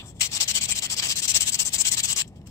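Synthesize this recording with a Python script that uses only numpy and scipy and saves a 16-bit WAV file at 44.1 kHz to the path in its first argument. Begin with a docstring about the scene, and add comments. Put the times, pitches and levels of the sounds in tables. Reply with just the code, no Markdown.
"""Fast, gritty scrapes to and fro: sandpaper rubbed along a thin wooden blade close to a two-port microphone.
Dense random ticks make the grit; each stroke shapes them in five bands and rings one band of the blade.
Before and after the strokes the same grit, played softly, is the paper brushing lightly.
Short reflections surround it, over low, slowly wandering workshop rumble and faint hiss.
"""
import sys
import numpy as np
from scipy import signal
from scipy.fft import rfft, irfft
from scipy.io import wavfile
from scipy.ndimage import uniform_filter1d

SR = 44100
rng = np.random.default_rng(int(sys.argv[2]) if len(sys.argv) > 2 else 0)


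def persist_wave(psi):
    """Save psi, clipped to +-1, as 16-bit WAV."""
    counts = np.round(np.clip(psi, -1, 1) * 32767).astype(np.int16)
    wavfile.write(sys.argv[1], SR, np.atleast_2d(counts).T)


N = 110250  # 2.5 s

# Colour of the grit at each port: (frequency [Hz], left gain [dB], right gain [dB])
PORT_COLOUR = [(300, -25.5, -26), (556, -25, -26.5), (855, -21, -23.5), (950, -21.5, -24),
               (1430, -23.5, -25.5), (2330, -13, -16), (3230, -7.5, -10), (3570, -9, -17.5),
               (4230, -8, -11), (5500, -5.5, -13), (6300, -5.5, -19), (7040, -5.5, -23.5),
               (7220, -0.5, -23.5), (7670, 2.5, -20.5), (8480, -7.5, -22), (9510, -18, -31),
               (11160, -25.5, -30.5), (11400, -21, -33.5), (13500, -23, -25.5), (15500, -19, -31.5)]
# How much of the grit both ports share: (frequency [Hz], likeness [0-1])
GRIT_LIKENESS = [(500, .9), (1500, .5), (3000, .45), (5000, .3), (9000, .15)]
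BODY_HZ, RASP_HZ, TREBLE_HZ, AIR_HZ = 1470, 3960, 6570, 9700  # edges of body, rasp, middle, treble, air
LOW_CUT_HZ = 250


def sanding():
    """Grit takes on the colour of each port, then the hand drives its five bands separately."""
    hz = np.fft.rfftfreq(N, 1 / SR)
    ports = pair(*grit(), GRIT_LIKENESS, hz)
    under = [1 / (1 + (hz / edge) ** 8) for edge in (BODY_HZ, RASP_HZ, TREBLE_HZ, AIR_HZ)]
    shares = [under[0], under[1] - under[0], under[2] - under[1], under[3] - under[2], 1 - under[3]]
    low_cut = 1 / (1 + (LOW_CUT_HZ / (hz + 1)) ** 4)
    bands = []
    for port in range(2):
        colour = low_cut * gain_of(read(PORT_COLOUR, hz, col=port + 1))
        bands.append([coloured(ports[port], colour * share) for share in shares])
    bands = np.array(bands)
    reference = np.std(bands[0, 1] + bands[0, 2])  # left rasp plus middle sets the level
    return (bands * hand()).sum(1) / reference


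# How strongly the paper still drags while the hand turns, body to air: gain per band [dB]
DRAG_DB = [-10, -7.5, -19.5, -46, -14]
ROUND_MS, DRAG_SAMPLES = 4.1, 3500  # smoothing of the stroke edges and of the drag


def hand():
    """The hand's motion as gain over time (port, band): strokes, drag between them, light brushing."""
    t = np.arange(N) / SR
    power = uniform_filter1d(stroke_power(t), int(ROUND_MS * SR / 1000), axis=2)
    drag = uniform_filter1d(power, size=DRAG_SAMPLES, axis=2) * gain_of(DRAG_DB)[:, None] ** 2
    power += drag * ((t > STROKES[0][0]) & (t < STROKES[-1][0]))
    power += brush_power(t)
    return np.sqrt(abs(power))


# Strokes of the paper; level, treble and rasp are at mid-hold, swells run across the hold:
# (start [s], blade ring [Hz], hold [s], level [dB], level swell [dB], rise [ms], fall [ms], treble [dB],
#  rasp [dB], body [dB], left over right above the body [dB], rasp swell [dB], treble swell [dB])
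STROKES = [(0.208, 2160, 0.064, -23.5, -7.5, 3, 7.9, -2, 0, -2, 1.5, -7, -4),
           (0.318, 3670, 0.061, -27.5, 3.5, 12, 1, -2.5, -0.5, 1.5, -0.5, 7, 6),
           (0.404, 4170, 0.035, -18, -6.5, 1.7, 8.1, -7.5, -2, -3, 0, -1, 9),
           (0.48, 5800, 0.039, -25, -3, 2.8, 5.4, 2.5, 2, -2.5, -1, 5, 1),
           (0.549, 2950, 0.04, -22.5, -3.5, 11.5, 3.9, -1, 0, -1, -0.5, 5, -1),
           (0.612, 4440, 0.049, -30.5, -4, 2.6667, 2.6667, 6, 5, 2, -3, 3, 0),
           (0.691, 2350, 0.036, -31, -11, 13.3, 9.1, 10, 5.5, 7.5, -2, 19, 19),
           (0.754, 2740, 0.042, -27.5, 1, 11, 1, 0, -1, -2, -3, 1, 9),
           (0.824, 2070, 0.041, -28, -5.5, 6.7, 5.2, 2, 3.5, 5, -0.5, 9, 8),
           (0.901, 4700, 0.043, -28.5, -3, 5.2, 3.8, 3.5, 1, 5, -3, 3, 3),
           (0.967, 5000, 0.038, -25, 6.5, 3.9, 2.2, -6.5, 0, 0, 0.5, 7, -11),
           (1.027, 2550, 0.051, -26, -5, 10, 6.7, -1.5, 2, 5, -1, -2, 10),
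           (1.09, 4800, 0.036, -25, -3.5, 15, 14, 0, 0.5, -0.5, -1.5, 8, 5),
           (1.158, 4070, 0.044, -28, -1, 2.3333, 6, 3.5, -0.5, -0.5, -2, 10, 8),
           (1.221, 3850, 0.038, -25.5, 5, 1, 9.2, -1, -1, -2.5, -1, -5, -3),
           (1.28, 6000, 0.039, -25.5, -2.5, 3.1, 9.4, 6.5, 1, -4, -2.5, 5, 0),
           (1.343, 3700, 0.031, -19.5, 9.5, 4.4, 8.8, 3, -1.5, -2, -0.5, -4, -5),
           (1.406, 2960, 0.034, -28, -6.5, 4.3, 5, 8.5, 1.5, 2, -3.5, 6, 3),
           (1.472, 3420, 0.028, -24, -2.5, 23, 2, 5, 0, 0.5, -1.5, 2, 4),
           (1.522, 4830, 0.035, -32.5, 5, 1.3333, 8.1, 11.5, 1, 3, -3, 6, -2),
           (1.594, 2600, 0.039, -23.5, -4, 8.5, 2, 2.5, -6.5, -1.5, -0.5, -13, -6),
           (1.654, 6240, 0.032, -30.5, -1.5, 7.4, 11, 10.5, 0.5, 4.5, -3.5, 9.5, 0.5),
           (1.734, 3520, 0.028, -23.5, -1.5, 10, 11.6, 3, -2, -0.5, -0.5, 6, -1),
           (1.782, 6700, 0.036, -28, 11, 4.9, 8.9, 8.5, -3.5, 3.5, -3, 5.5, 2),
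           (1.851, 3300, 0.038, -23.0, 2.5, 4.9, 8.6, 2.5, 0, -2, -2, -2.5, 6),
           (1.918, 1950, 0.033, -24.5, -4.5, 8.9, 3.3333, 4.5, -2, -2.5, -2, 3.5, -7),
           (1.971, 3930, 0.034, -26, 2, 6.1, 5.7, 3.5, 2.5, 1.5, -2, 3, 6),
           (2.032, 3400, 0.027, -26.5, 1, 2.3, 6.8, 7.5, -1.5, -3.5, -3.5, 7, 1),
           (2.086, 2850, 0.046, -27, 2.5, 39, 6.5, 5, 0, 2, -2.5, -5, 2),
           (2.162, 3020, 0.057, -27, -2.5, 1.6, 3.6, 6, 2.5, 5, -3, 13.5, 0.5)]
# Moments where the grit bites harder: (onset [s], nominal peak level [dB])
BITES = [(0.211, 1.5), (0.217, 1.5), (0.5124, -11), (0.6552, -13), (0.717, -14.5), (1.1993, -21),
         (1.2226, -15), (1.304, -8), (1.3575, -3), (1.367, -1), (1.4072, -13.5), (1.4196, -4.5),
         (1.5238, -19), (1.5443, -3.5), (1.6018, -3), (1.6904, -18), (1.8096, -15.5), (1.9196, -9)]
BITE_MS, BITE_CREST_DB = 1.3, 17.5  # delay and half width; nominal peak over mean level
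ARCH_DB = 1.5  # the hand is fastest in mid-stroke
EDGE_DB = -20  # level change over one rise or fall time
AIR_FOLLOWS = 0.46  # share of the treble change that reaches the air band


def stroke_power(t):
    """Each stroke rises, arches over its hold and falls; faster rubbing and bites add power."""
    out = np.zeros((2, 5, N))
    for (start, _, hold, db, swell_db, rise_ms, fall_ms, treble_db, rasp_db, body_db, pan_db,
         rasp_swell_db, treble_swell_db) in STROKES:
        near = slice(round((start - .08) * SR), round((start + hold + .12) * SR))
        since = t[near] - start
        along = np.clip(since / hold, 0, 1) - .5
        rise = 1000 * np.maximum(-since, 0) / rise_ms
        fall = 1000 * np.maximum(since - hold, 0) / fall_ms
        arch_db = -ARCH_DB * (2 * along) ** 2
        power = gain_of(db + swell_db * along + arch_db + EDGE_DB * (rise + fall)) ** 2
        for onset, peak_db in BITES:
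            if start - .01 < onset < start + hold + .01:
                bump = np.exp(-(1000 * (t[near] - onset) / BITE_MS - 1) ** 2)
                power = power + gain_of(peak_db - BITE_CREST_DB) ** 2 * bump
        rasp = rasp_db + rasp_swell_db * along
        treble = treble_db + treble_swell_db * along
        flat = 0 * along
        left_db = [flat + body_db, rasp, flat, treble, AIR_FOLLOWS * treble]
        # the treble and its swell reach only the left port; the right sits lower above the body by the left-
        # over-right value
        right_db = [flat + body_db, rasp - pan_db, flat - pan_db, flat - pan_db, flat - pan_db]
        out[..., near] += power * gain_of([left_db, right_db]) ** 2
    return out


# Light brushing before and after the strokes; band columns are relative to the level:
# (time [s], level [dB], treble [dB], rasp [dB], body [dB])
BRUSH_BEFORE = [(0, -47, -15, 12.5, 14), (0.018, -50, -7, 13.5, 12), (0.026, -56, 1, 5, 29.5),
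                (0.055, -54.5, 2, 2, 19), (0.062, -55, 9.5, 4.5, 19), (0.1, -49.5, 6, -4, 11),
                (0.115, -54, 1, -2, 13), (0.14, -71, -2, 5, 2), (0.15, -62, -2, -11, -7),
                (0.165, -57.5, 5, 1, 4), (0.19, -60, 1, 1, -6), (0.2, -36.5, 3, -3, 10)]
BRUSH_AFTER = [(2.231, -54, -8, 11, 6), (2.245, -58, -17, 16.5, 9), (2.268, -64, -13, 5, 0),
               (2.279, -48, 5, -1.5, -3), (2.292, -65, -2, 4, 0), (2.32, -81, -1, 0, 0),
               (2.339, -74, -3, 1, 0), (2.352, -73, -3, 0, 0), (2.361, -54, -10.5, -1, 5),
               (2.385, -64.5, -10, 3.5, -5), (2.411, -76, -4, -3, 5), (2.416, -63, -7, 17, 5),
               (2.421, -75, -6, 3, 0), (2.455, -77.5, -4.5, 0, 3), (2.462, -54, -6, 3, -2.5),
               (2.467, -56.5, -6, 2, -3), (2.473, -40.5, -11, -4, 6), (2.488, -59, -4, 1, 9),
               (2.499, -57, 0, 0, 0)]
BRUSH_MID_DB, BRUSH_AIR_DB = -9, 0  # brushing is hollower in the middle band


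def brush_power(t):
    """Light contact of the paper: a wavering level with its own band balance, equal at both ports."""
    out = np.zeros((5, N))
    for part in (BRUSH_BEFORE, BRUSH_AFTER):
        s, db, treble_db, rasp_db, body_db = np.transpose(part)
        balance_db = (body_db, rasp_db, BRUSH_MID_DB, treble_db, BRUSH_AIR_DB)
        bands_db = [np.interp(t, s, db + band_db) for band_db in balance_db]
        out += gain_of(bands_db) ** 2 * ((t > s[0] - .002) & (t < s[-1] + .002))
    return out


GRIT_PER_S, GRIT_SPREAD_DB = 20000, 1.5  # tick rate; scale of the random boost per tick
CLUMP_DB, CLUMP_MS = 1, 2.1  # depth and smoothing of the clumping
PATCH_DB = 2.5  # colour drifts as other parts of the blade sound
RING_DB, RING_OCTAVES = 4, 0.13  # height and half width of the band that rings in each stroke
BEFORE_RING_HZ, BEFORE_RING_DB = 3450, 8.5  # ring of the brushing before
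AFTER_RING_HZ, AFTER_RING_DB = 5330, 6  # ring of the brushing after


def grit():
    """Abrasive grains make dense, uneven, clumped ticks; colour drifts and a blade band rings per stroke."""
    ticks = (rng.random((2, N)) < GRIT_PER_S / SR) * rng.standard_normal((2, N))
    ticks = ticks * gain_of(GRIT_SPREAD_DB * np.minimum(rng.exponential(1, (2, N)), 4))
    wide = int(CLUMP_MS * SR / 1000)
    clumps = evened(uniform_filter1d(uniform_filter1d(rng.standard_normal(N), wide), wide))
    hz, t, z = signal.stft(ticks * gain_of(CLUMP_DB * clumps), SR, nperseg=512, noverlap=384)

    starts = [0] + [row[0] for row in STROKES] + [BRUSH_AFTER[0][0]]
    now = np.searchsorted(starts, t + .01, "right") - 1  # the ring moves 10 ms ahead of the stroke
    ring_hz = np.r_[BEFORE_RING_HZ, [row[1] for row in STROKES], AFTER_RING_HZ][now]
    ring_db = np.r_[BEFORE_RING_DB, np.full(len(STROKES), RING_DB), AFTER_RING_DB][now]
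    octaves_off = np.log2((hz[:, None] + 1) / ring_hz)
    ring_db = ring_db * np.exp(-(octaves_off / RING_OCTAVES) ** 2)

    patches = rng.standard_normal(z.shape[1:])
    patches = uniform_filter1d(uniform_filter1d(patches, size=3, axis=0), size=8, axis=1)
    z = z * gain_of(PATCH_DB * evened(patches) + ring_db)
    return signal.istft(z, nperseg=512, noverlap=384)[1][:, :N]


ROOM_DB, ROOM_T60 = -16, .06  # reflection level; time to fall 60 dB [s]


def room(x):
    """A short decaying spray of reflections, different at each port."""
    t = np.arange(SR // 4) / SR
    tail = rng.standard_normal((2, len(t))) * gain_of(-60 * t / ROOM_T60) * (t > .003)
    return signal.fftconvolve(x, tail / np.linalg.norm(tail[0]), axes=1)[:, :N]


# Spectrum of the workshop rumble: (frequency [Hz], relative level [dB per Hz])
RUMBLE_COLOUR = [(13, -42), (22, -12), (86, 1), (151, -1.5), (215, -4.5), (320, -15.5), (420, -28),
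                 (700, -120)]
RUMBLE_DB = -45.5  # before the left-right tilt
SWELL_DB = 1.5  # the rumble wanders


def rumble(hz):
    """Low workshop noise: filtered noise whose level wanders slowly."""
    low = pair(*rng.standard_normal((2, N)), BACKGROUND_LIKENESS, hz)
    swell = uniform_filter1d(uniform_filter1d(rng.standard_normal(N), size=3000), size=3000)
    low = coloured(low, gain_of(read(RUMBLE_COLOUR, hz))) * gain_of(SWELL_DB * evened(swell))
    return gain_of(RUMBLE_DB) * evened(low)


# Spectrum of the hiss: (frequency [Hz], relative level [dB per Hz])
HISS_COLOUR = [(190, -54), (320, -5), (504, -9), (583, -9.5), (757, -9.5), (1600, -32), (1760, -23.5),
               (15500, -48)]
HISS_DB = -57.5  # before the left-right tilt


def hiss(hz):
    """Faint steady noise shaped by its own spectrum."""
    noise = pair(*rng.standard_normal((2, N)), BACKGROUND_LIKENESS, hz)
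    return gain_of(HISS_DB) * evened(coloured(noise, gain_of(read(HISS_COLOUR, hz))))


# How much of the rumble and hiss both ports share: (frequency [Hz], likeness [0-1])
BACKGROUND_LIKENESS = [(60, 0.94), (150, 0.98), (280, 0.94), (550, 0.66), (1650, 1), (4970, 0)]
BACKGROUND_LEFT_DB = 1  # left over right


def background():
    """Rumble and hiss add up, a little stronger at the left port."""
    hz = np.fft.rfftfreq(N, 1 / SR)
    tilt_db = [[BACKGROUND_LEFT_DB / 2], [-BACKGROUND_LEFT_DB / 2]]
    return (rumble(hz) + hiss(hz)) * gain_of(tilt_db)


LAG_S = 1.5e-4  # the right port hears the shared sound later


def pair(a, b, like, hz):
    """Two ports share part of what they hear, by frequency; the shared part reaches the right late."""
    like = np.clip(read(like, hz), -1, 1)
    late = np.exp(-2j * np.pi * hz * LAG_S)
    shared = coloured(a, like * late)
    own = coloured(b, np.sqrt(1 - like ** 2))
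    return np.array([a, shared + own])


def gain_of(db):
    """Turns dB into an amplitude gain."""
    return 10 ** (np.asarray(db) / 20)


def evened(x):
    """Scales to rms 1."""
    return x / np.sqrt(np.mean(x ** 2) + 1e-20)


def read(points, hz, col=1):
    """Reads a table column on a log-frequency axis."""
    points = np.array(points)
    return np.interp(np.log(hz + 1), np.log(points[:, 0] + 1), points[:, col])


def coloured(x, gain):
    """Filters the whole signal by a gain per frequency."""
    return irfft(rfft(x) * gain, N)


def scene():
    """Sanding and its reflections over the workshop background."""
    near = sanding()
    return near + gain_of(ROOM_DB) * room(near) + background()


SOFT_PEAK, EDGE_HZ = .9, 15700  # size that peaks are rounded towards; upper band limit


def record(dry):
    """The recorder softly rounds the sharpest peaks, then a low-pass limits the band."""
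    soft = SOFT_PEAK * np.tanh(dry / SOFT_PEAK)
    low_pass = signal.firwin(511, EDGE_HZ, window=("kaiser", 9), fs=SR)
    return signal.oaconvolve(soft, low_pass[None], "same")


dry = scene()
out = record(dry)
persist_wave(out)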